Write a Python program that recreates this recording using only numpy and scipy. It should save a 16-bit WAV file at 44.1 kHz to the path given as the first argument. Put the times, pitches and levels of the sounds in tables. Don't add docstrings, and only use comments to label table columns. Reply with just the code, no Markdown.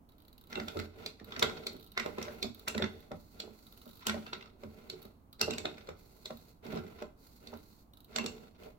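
import sys
import numpy as np
from scipy import signal
from scipy.fft import rfft, irfft, next_fast_len
from scipy.io import wavfile
from scipy.ndimage import map_coordinates

SR = 44100
rng = np.random.default_rng(int(sys.argv[2]) if len(sys.argv) > 2 else 0)


def transcribe(u):
    v = np.clip(np.atleast_2d(u).T, -1, 1)
    q = np.round(v * 32767).astype(np.int16)
    wavfile.write(sys.argv[1], SR, q)


N = 387198

# frequency_hz, relative_db
AIR_COLOUR = [(20, -5.5), (45, 3), (90, -3), (150, -7), (260, -4.5), (420, -17), (620, -17), (1050, -18.5),
              (1800, -33.5), (3000, -39), (4200, -42.5), (8000, -43), (16000, -37.5)]

# first_slip_s, last_slip_s (unused for a single slip), count, strength_db
SLIP_RUNS = [(.089, 0.12, 3, -66.5), (0.182, .25, 4, -64.5), (.28, 0.38, 3, -59.5), (.379, 0.5, 5, -60.5),
             (1.244, 1.244, 1, -53), (1.731, 1.797, 3, -57.5), (1.809, 1.873, 6, -59),
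             (1.918, 1.918, 1, -53), (2.546, 2.594, 2, -52.5), (3.004, 2.8, 1, -60.5),
             (3.667, 3.816, 4, -56.5), (3.856, 3.993, 8, -58.5), (5.018, 5.052, 3, -55.5),
             (5.328, 3.5, 1, -52.5), (6.371, 6.371, 1, -55), (6.649, 6.1, 1, -59.5), (7.572, 7.3, 1, -58),
             (7.935, 8.045, 4, -58)]
# frequency_hz, width_hz, gain_db
AXLE_MODES = [(1290, 54, 3), (3000, 420, -9.5), (3860, 210, 3.5), (4400, 170, -3.5), (7410, 600, -38),
              (12100, 740, -2.5), (15260, 700, -4)]
SLIP_SCATTER_S, SLIP_SCATTER_DB = 0.0052, 0.4

# frequency_hz, t60_s
ROOM_DECAY = [(100, 0.85), (400, 0.61), (1500, 0.58), (4000, 0.74), (8000, 0.6), (15000, 1.7)]
# frequency_hz, level_db
ROOM_LEVEL = [(100, 0.5), (400, -4.5), (1500, -3), (4000, -6.5), (8000, -5), (15000, -14)]

# start_s (half risen), end_s, axle_hiss_db, sliding_load_db
PUSHES = [(0.107, 0.517, -86, -70.5), (0.507, 0.828, -64, -51), (0.96, 1.072, -66.5, -50),
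          (1.262, 1.73, -67.5, -51.5), (2.038, 2.456, -64, -49), (2.545, 3.05, -69.5, -61),
          (3.147, 3.38, -69, -84), (3.34, 3.497, -69.5, -57), (3.533, 4.008, -66.5, -66),
          (4.097, 4.293, -67.5, -58), (4.298, 4.423, -73.5, -70), (4.597, 4.738, -70.5, -60),
          (4.745, 5.07, -70, -56), (5.453, 5.896, -73, -58.5), (5.97, 6.5, -67, -64.5),
          (6.644, 6.783, -63.5, -44.5), (6.819, 7.015, -69, -53.5), (7.184, 7.375, -66, -68),
          (7.405, 7.79, -68, -73), (7.42, 7.571, -88, -55), (8.09, 8.443, -69, -55.5),
          (8.593, 8.67, -67, -52.5)]
PUSH_RISE_S, PUSH_T60_S, PUSH_WAVER_DB = 0.045, 0.33, -0.2
# frequency_hz, relative_db
HISS_COLOUR = [(1500, -32), (3200, -13), (4300, 6), (5200, -5), (6200, -4), (7400, -5.5), (8600, -11.5),
               (10500, -7.5), (12300, -2.5), (13800, -2.5), (14700, -5.5), (15500, -1.5), (16400, -7.5)]
SCRAPE_LOAD_DB, SCRAPE_HISS_DB = -10.5, -11

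# start_s, end_s, end_level_db
STROKES = [(0.496, 0.525, -52.5), (0.91, 1.05, -59), (1.23, 1.36, -56), (1.92, 1.97, -59),
           (2.14, 2.266, -51), (3.33, 3.4, -62), (4.7, 4.837, -71), (3.99, 4.08, -49.5),
           (6.637, 6.653, -51.5), (6.667, 6.785, -52), (6.957, 7.011, -53.5), (8.1, 8.158, -55.5)]

# time_s, strength_db, hardness_db (snap over clack), favoured_hz
CLACKS = [(0.5274, -46, -16, 1950), (0.5547, -40.5, -17, 3460), (.599, -44, -18.5, 1770),
          (.682, -40.5, -10.5, 3350), (0.77, -48, -8.5, 1430), (.7895, -44, -9.5, 4100),
          (.7972, -44, -10.5, 1780), (1.198, -59, -15, 1956), (1.3215, -44.5, -23.5, 3500),
          (1.3632, -45.5, -22.5, 1767), (1.3938, -38.5, 0, 5340), (1.425, -24.5, -10, 3500),
          (1.427, -33, -10.5, 1800), (1.4962, -48.5, -11, 1000), (1.9754, -34, -16, 1860),
          (1.9972, -37, -12.5, 2107), (2.2153, -49, -12, 2000), (2.2264, -43.5, 0.5, 5700),
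          (2.282, -53.5, -40.5, 1560), (2.6769, -40.5, -19, 1780), (2.681, -35, 1, 2700),
          (2.7479, -44, -16.5, 2600), (2.7783, -39.5, -9, 1880), (2.8224, -33.5, -21.5, 3630),
          (2.8407, -41.5, -21.5, 1860), (4.0678, -33, 1, 2900), (4.0829, -43.5, -10, 1550),
          (4.0954, -35, -11.5, 1860), (4.2647, -50.5, -30, 2940), (4.277, -57, -21, 3520),
          (4.3315, -38.5, -26, 3900), (4.4092, -55, -29.5, 2850), (4.425, -54.5, -24, 3500),
          (4.458, -62.5, -20, 1300), (5.3946, -51, -9.5, 4460), (5.4126, -27, -0.5, 5100),
          (5.507, -38, -6, 7460), (5.5348, -43.5, -8.5, 2653), (5.5816, -37.5, -6, 7440),
          (5.6544, -35.5, -17, 3700), (5.7808, -55, -11, 2100), (5.8718, -56, -12, 4060),
          (6.6645, -57.5, -4, 994), (6.724, -60, -5, 1010), (6.758, -59.5, -1, 3500),
          (6.773, -51.5, -26, 1350), (6.865, -63.5, -16, 2020), (7.5368, -59.5, -15, 1010),
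          (8.1604, -31.5, -8, 7050), (8.184, -36, -11.5, 1930), (8.241, -48, -8.5, 2980),
          (8.2609, -37, -5.5, 7300), (8.6342, -60, -6, 2700)]
CLACK_EDGES = [520, 2300, 6000, 16000]
# frequency_hz, width_hz, gain_db
PART_MODES = [(670, 57, 0), (1020, 120, 4), (1367, 81, 9), (1485, 18, 9), (2089, 160, 3.5),
              (2580, 400, 0.5), (3696, 470, 2.5), (4335, 350, 1.5), (5414, 290, -2.5), (5940, 220, -2.5),
              (6130, 150, -13.5), (7426, 130, 1.5), (9760, 420, -11.5), (11920, 550, -9),
              (15300, 1200, -10)]
BODY_DB, BODY_DB_PER_OCTAVE, SPOT_HZ = 2.5, 5, 2500
BODY_DB_PER_HARDNESS, USUAL_HARDNESS_DB = 0.18, -15.5

# time_s, strength_db, favoured_hz
KNOCKS = [(0.5585, -45, 235), (0.5768, -37.5, 367), (0.602, -42.5, 223), (0.7581, -39.5, 247),
          (0.7683, -39.5, 370), (1.2125, -50.5, 232), (1.3736, -45, 224), (1.424, -26.5, 684),
          (1.7422, -48.5, 258), (2.214, -48, 410), (2.2797, -45.5, 436), (2.4441, -38, 226),
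          (2.7512, -35.5, 203), (2.8006, -37.5, 500), (2.8218, -34, 222), (3.1185, -43.5, 172),
          (3.4381, -51, 400), (3.476, -50, 264), (3.8662, -49.5, 164), (4.0727, -40, 236),
          (4.0946, -44.5, 358), (4.1635, -42.5, 255), (4.9363, -50.5, 393), (5.0515, -52.5, 188),
          (5.48, -34, 407), (5.511, -44.5, 240), (5.6022, -46, 212), (5.652, -35, 614),
          (6.6587, -48.5, 199), (6.7292, -39.5, 190), (6.758, -38, 168), (6.7688, -39.5, 352),
          (6.8463, -47.5, 170), (7.5301, -45, 320), (8.1625, -40, 660), (8.192, -43, 223),
          (8.242, -38.5, 215), (8.2655, -55, 228), (8.668, -48, 600)]
KNOCK_EDGES = [58, 300, 1500]
# frequency_hz, width_hz, gain_db
STAND_MODES = [(87, 16, 3), (163.3, 37, -1.5), (220.5, 12, 4.5), (234.6, 10, 6), (320, 26, -6),
               (382, 18, 3.5), (440, 19, 6), (477, 13, 0.5), (596, 20, -0.5), (629, 29, -4), (775, 110, -3),
               (1280, 150, -9.5)]
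# favoured_hz, thud_over_strength_db
THUD_SHARE = [(230, 0), (380, -6), (600, -16)]
# favoured_hz, knock_over_strength_db
KNOCK_SHARE = [(200, -6), (380, -1), (600, -2.5)]
# thud_db and knock_db over its strength, favoured_hz
CLACK_JOLT = (-17, -13, 228)

JOSTLE_DB, JOSTLE_T60_S = -15.5, 0.88
RATTLE_DB, RATTLE_RATE = -8.5, 85

# time_s, strength_db
SLAT_BLOWS = [(0.553, -45.5), (2.683, -47.5), (4.27, -59), (4.411, -62), (5.414, -35), (5.508, -46),
              (8.185, -42), (8.265, -48)]
# frequency_hz, mean_gain_db, t60_s
SLAT_MODES = [(2760, 7, 0.12), (2694, 5, 0.16), (2820, -2.5, 0.22), (1260, -30, .15)]

# time_s, strength_db
BEAK_SHUTS = [(1.0612, -36.5), (1.6673, -33.5), (2.4267, -32), (3.4004, -38.5), (4.8985, -40),
              (6.2561, -40.5), (7.4716, -49)]
# body_db, clack_db, snap_db over its strength, favoured_hz
BEAK_SOUND = (-14, 0.5, -9.5, 4151.5)
# thud_db, knock_db over its strength, favoured_hz
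BEAK_JOLT = (-23.5, -15, 435)

# time_s, strength_db, weight_db (thud over knock)
STOPS = [(2.0606, -37.5, -9), (2.183, -39.5, -4.5), (3.1161, -44.5, 2), (4.1429, -44, -2),
         (4.6347, -48.5, 2.5), (5.889, -44, -7), (6.306, -45, -2), (7.022, -42.5, -7)]
# body_db, clack_db, snap_db over its strength, favoured_hz
LINK_SOUND = (-1, -10, -17.5, 1100)
STOP_HZ = 556

# frequency_hz, correlation
DIFFUSE_LIKENESS = [(60, .96), (130, .88), (290, .76), (640, .2), (1400, -.3), (3000, -.05), (15000, -.05)]
# frequency_hz, correlation
DIRECT_LIKENESS = [(60, .97), (600, .9), (15000, 0.69)]
PORT_LEAD_S, PORT_SCATTER_S = 0.000377, 0.00014
# frequency_hz, left_minus_right_db
PORT_LEAN = [(60, -2), (250, -5.5), (600, -2), (1200, 0.5), (2300, -2.5), (4500, -2.5), (8000, -2.5),
             (13000, -4.5)]
TOP_HZ = 16200


def amp(db):
    return 10 ** (np.asarray(db) / 20)


def unit(x):
    return x / np.sqrt(np.mean(x ** 2) + 1e-30)


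def along(points, hz):
    f, v = np.transpose(points)
    return np.interp(np.log(hz + 1), np.log(f + 1), v)


def wobble(rate):
    knots = rng.standard_normal(int(N * rate / SR) + 4)
    return map_coordinates(knots, [np.arange(N) * rate / SR], order=2)


def filtered(x, response):
    n = x.shape[-1]
    m = next_fast_len(n + 2048)
    hz = np.fft.rfftfreq(m, 1 / SR)
    return irfft(rfft(x, m) * response(hz), m)[..., :n]


def resonances(modes, hz):
    power = sum(
        amp(db) ** 2 * (hz * width) ** 2 / ((centre * centre - hz * hz) ** 2 + (hz * width) ** 2)
        for centre, width, db in modes)
    return np.sqrt(power)


def band(hz, lo, hi):
    return 1 / np.sqrt((1 + (lo / (hz + 1)) ** 10) * (1 + (hz / hi) ** 10))


def noise(colour, size, count=1, likeness=DIFFUSE_LIKENESS, lead=0):
    m = next_fast_len(size)
    hz = np.fft.rfftfreq(m, 1 / SR)
    turn = np.arccos(np.clip(along(likeness, hz), -1, 1)) / 2
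    a, b = rfft(rng.standard_normal((2, count, m))) * colour(hz)
    mid, side = a * np.cos(turn), b * np.sin(turn)
    left, right = mid + side, mid - side
    if np.any(lead):
        right = right * np.exp(2j * np.pi * hz * lead)
    return irfft(np.stack([left, right], 1), m)[..., :size]


def add(track, s, sound):
    start = max(0, round(s * SR))
    part = track[:, start:start + sound.shape[1]]
    part += sound[:, :part.shape[1]]


def grains(rate, life, spread_db):
    strength = amp(spread_db * np.clip(rng.standard_normal(N), -2, 2))
    catches = (rng.random(N) < rate / SR) * strength
    return unit(signal.lfilter([1], [1, -np.exp(-1 / (life * SR))], catches))


def swells(starts, ends, levels_db, rise, t60):
    t = np.arange(0, N, 64) / SR
    starts, ends, levels_db = np.array([starts, ends, levels_db])[..., None]
    build = np.clip((t - starts) / rise + .5, 0, 1)
    each = build * amp(levels_db - 60 * np.maximum(t - ends, 0) / t60)
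    return np.interp(np.arange(N) / SR, t, np.linalg.norm(each, axis=0))


def blows(times, levels_db, colour, attack, t60, span, graze_db):
    lead = .012
    t = np.arange(SR // 8) / SR - lead
    after = np.maximum(t, 0)
    shape = (1 - np.exp(-after / attack)) * amp(-60 * after / t60)
    graze = amp(graze_db) * np.exp(-np.abs(t) / 0.0043)
    shape = shape / shape.max() + graze
    track = np.zeros((2, N))
    port_lead = PORT_LEAD_S + PORT_SCATTER_S * rng.standard_normal((len(times), 1))
    rings = noise(colour, size=len(t), count=len(times), likeness=DIRECT_LIKENESS, lead=port_lead)
    for s, db, ring in zip(times, levels_db, rings):
        add(track, s - lead, amp(db) * unit(ring * shape) * np.sqrt(span * SR / len(t)))
    return track


def struck(modes, edges, spot_hz, favour_db, octaves):
    def colour(hz):
        bump = np.exp(-(np.log2((hz + 1) / spot_hz[:, None]) / octaves) ** 2)
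        return resonances(modes, hz) * band(hz, *edges) * amp(favour_db * bump)
    return colour


def ringing(x, modes, ring_db):
    def sing(hz):
        return sum(
            amp(db) * 1j * hz * width / (centre * centre - hz * hz + 1j * hz * width)
            for centre, width, db in modes)
    return x + amp(ring_db) * filtered(x, sing)


def still_air():
    return amp(-61.5) * unit(noise(lambda hz: amp(along(AIR_COLOUR, hz)), size=N)[0])


def slips():
    ticks = []
    for first, last, count, strength_db in SLIP_RUNS:
        place = np.linspace(0, 1, round(count))
        late, louder = rng.standard_normal((2, len(place)))
        scatter = SLIP_SCATTER_S * late * np.sin(np.pi * place)
        times = first + place * (last - first) + scatter
        ticks += zip(times, strength_db + SLIP_SCATTER_DB * louder)
    s, db = np.transpose(ticks)
    return blows(s, db - .5, lambda hz: resonances(AXLE_MODES, hz),
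                 attack=0.0006, t60=0.03, span=0.0074, graze_db=-33.5)


def room(x):
    out = np.zeros((2, N))
    hop = SR // 4
    for start in range(0, N, hop):
        hz, t, z = signal.stft(noise(np.ones_like, size=SR // 2)[0], SR, nperseg=256)
        fade = amp(-60 * t / along(ROOM_DECAY, hz)[:, None]) * (1 - np.exp(-t / 0.0049))
        fade *= 1 + 7.3 * np.exp(-t / 0.029)
        energy = np.mean(fade ** 2, 1, keepdims=True) * (SR // 2)
        fade *= amp(along(ROOM_LEVEL, hz))[:, None] / np.sqrt(energy)
        tail = signal.istft(z * fade, SR, nperseg=256)[1]
        add(out, start / SR, signal.fftconvolve(x[:, start:start + hop], tail, axes=1))
    return out


def jostling():
    s, clack_db = np.transpose(CLACKS)[:2]
    return swells(s, s, clack_db + JOSTLE_DB, rise=.01, t60=JOSTLE_T60_S)


def rubbing():
    start, end, hiss_db, load_db = np.transpose(PUSHES)
    waver = amp(PUSH_WAVER_DB * wobble(rate=14))
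    turning = waver * swells(start, end, hiss_db, PUSH_RISE_S, PUSH_T60_S)
    load = waver * swells(start, end, load_db, PUSH_RISE_S, PUSH_T60_S)
    grip = grains(rate=330, life=0.0056, spread_db=5.5)
    rumble = noise(lambda hz: resonances(STAND_MODES, hz) * band(hz, 45, 750), size=N)[0]
    rumble = unit(rumble * (4.2 + grip))
    scrape = noise(lambda hz: resonances(PART_MODES, hz) * band(hz, 650, 3100), size=N)[0]
    scrape = unit(scrape * (1.0 + grip))
    hiss = noise(lambda hz: amp(along(HISS_COLOUR, hz)), size=N)[0]
    hiss = unit(hiss * (1.5 + grip))
    rumble_gain = np.hypot(amp(-2.5) * load, jostling())
    scrape_gain = np.hypot(amp(SCRAPE_LOAD_DB) * load, amp(SCRAPE_HISS_DB) * turning)
    return rumble * rumble_gain + scrape * scrape_gain + hiss * turning


def strokes():
    t = np.arange(N) / SR
    speed = sum(amp(db) * np.interp(t, [start, end, end + 0.013], [0, 1, 0]) for start, end, db in STROKES)
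    rasp = noise(lambda hz: resonances(PART_MODES, hz) * band(hz, 750, 6200) / (1 + hz / 2500), size=N)[0]
    return speed * unit(rasp * (0.48 + grains(rate=160, life=0.0039, spread_db=1.5)))


def alike(events, sound):
    *levels, hz = sound
    return [(s, *(db + level for level in levels), hz) for s, db, *_ in events]


def contacts():
    clatter = []
    for s, db, hardness_db, hz in CLACKS:
        body_db = BODY_DB - BODY_DB_PER_OCTAVE * np.log2(hz / SPOT_HZ)
        body_db -= BODY_DB_PER_HARDNESS * (hardness_db - USUAL_HARDNESS_DB)
        clatter.append((s, db + body_db, db, db + hardness_db, hz))
    return clatter + alike(BEAK_SHUTS, BEAK_SOUND) + alike(STOPS, LINK_SOUND)


def clacks():
    s, body_db, clack_db, snap_db, spot_hz = np.transpose(contacts())

    def part(k):
        return struck(PART_MODES, CLACK_EDGES[k:k + 2], spot_hz, favour_db=9.5, octaves=0.25)

    body = blows(s, body_db - .5, part(0), attack=0.0026, t60=0.013, span=0.0058, graze_db=-7.0)
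    clack = blows(s, clack_db - .3, part(1), attack=0.0066, t60=.015, span=0.0087, graze_db=-16.5)
    snap = blows(s, snap_db - .3, part(2), attack=0.0031, t60=0.015, span=0.0061, graze_db=-23)
    modes = [(1370, 22, -10.5), (1580, 8.9, -4), (2900, 7.2, -2.5), (4600, 10, -14.5)]
    return ringing(body + clack + snap, modes, ring_db=0.0)


def jolts():
    drops = [(s, db + along(THUD_SHARE, hz), db + along(KNOCK_SHARE, hz), hz) for s, db, hz in KNOCKS]
    stops = [(s, db + weight, db, STOP_HZ) for s, db, weight in STOPS]
    return drops + stops + alike(CLACKS, CLACK_JOLT) + alike(BEAK_SHUTS, BEAK_JOLT)


def knocks():
    s, thud_db, knock_db, spot_hz = np.transpose(jolts())

    def part(k):
        return struck(STAND_MODES, KNOCK_EDGES[k:k + 2], spot_hz, favour_db=8, octaves=0.28)

    thud = blows(s, thud_db - 4.5, part(0), attack=0.0058, t60=0.16, span=0.019, graze_db=-9)
    knock = blows(s, knock_db - 1.5, part(1), attack=0.00074, t60=0.048, span=0.017, graze_db=0)
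    modes = [(88, 3.8, -2), (221.0, 26.0, -6), (305.0, 4.1, 3.0),
             (370, 13, 2.5), (427, 3.4, -6.5), (589.0, 89, -6.0)]
    return ringing(thud + knock, modes, ring_db=5.5)


def rattle():
    wood = noise(lambda hz: resonances(PART_MODES, hz) * band(hz, 520, 5100), size=N)[0]
    touches = grains(rate=RATTLE_RATE, life=0.006, spread_db=-5.5)
    return amp(RATTLE_DB) * jostling() * unit(wood * touches)


def slat():
    t = np.arange(SR // 4) / SR
    hz, db, t60 = np.transpose(SLAT_MODES)[..., None]
    track = np.zeros((2, N))
    for s, strength_db in SLAT_BLOWS:
        size, phase = rng.standard_normal((2, 2, len(SLAT_MODES), 1))
        decay = amp(strength_db + db + 2 * size - 60 * t / t60)
        modes = decay * np.sin(2 * np.pi * hz * t + phase)
        add(track, s, modes.sum(1) * (1 - np.exp(-t / 0.0068)))
    return track


def scene():
    toy = clacks() + knocks() + slips() + strokes()
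    return toy + room(toy) + slat() + rattle() + rubbing() + still_air()


def record(dry):
    ports = filtered(dry, lambda hz: amp(np.outer([1, -1], along(PORT_LEAN, hz)) / 2))
    return filtered(ports, lambda hz: hz < TOP_HZ)


dry = scene()
out = record(dry)
transcribe(out)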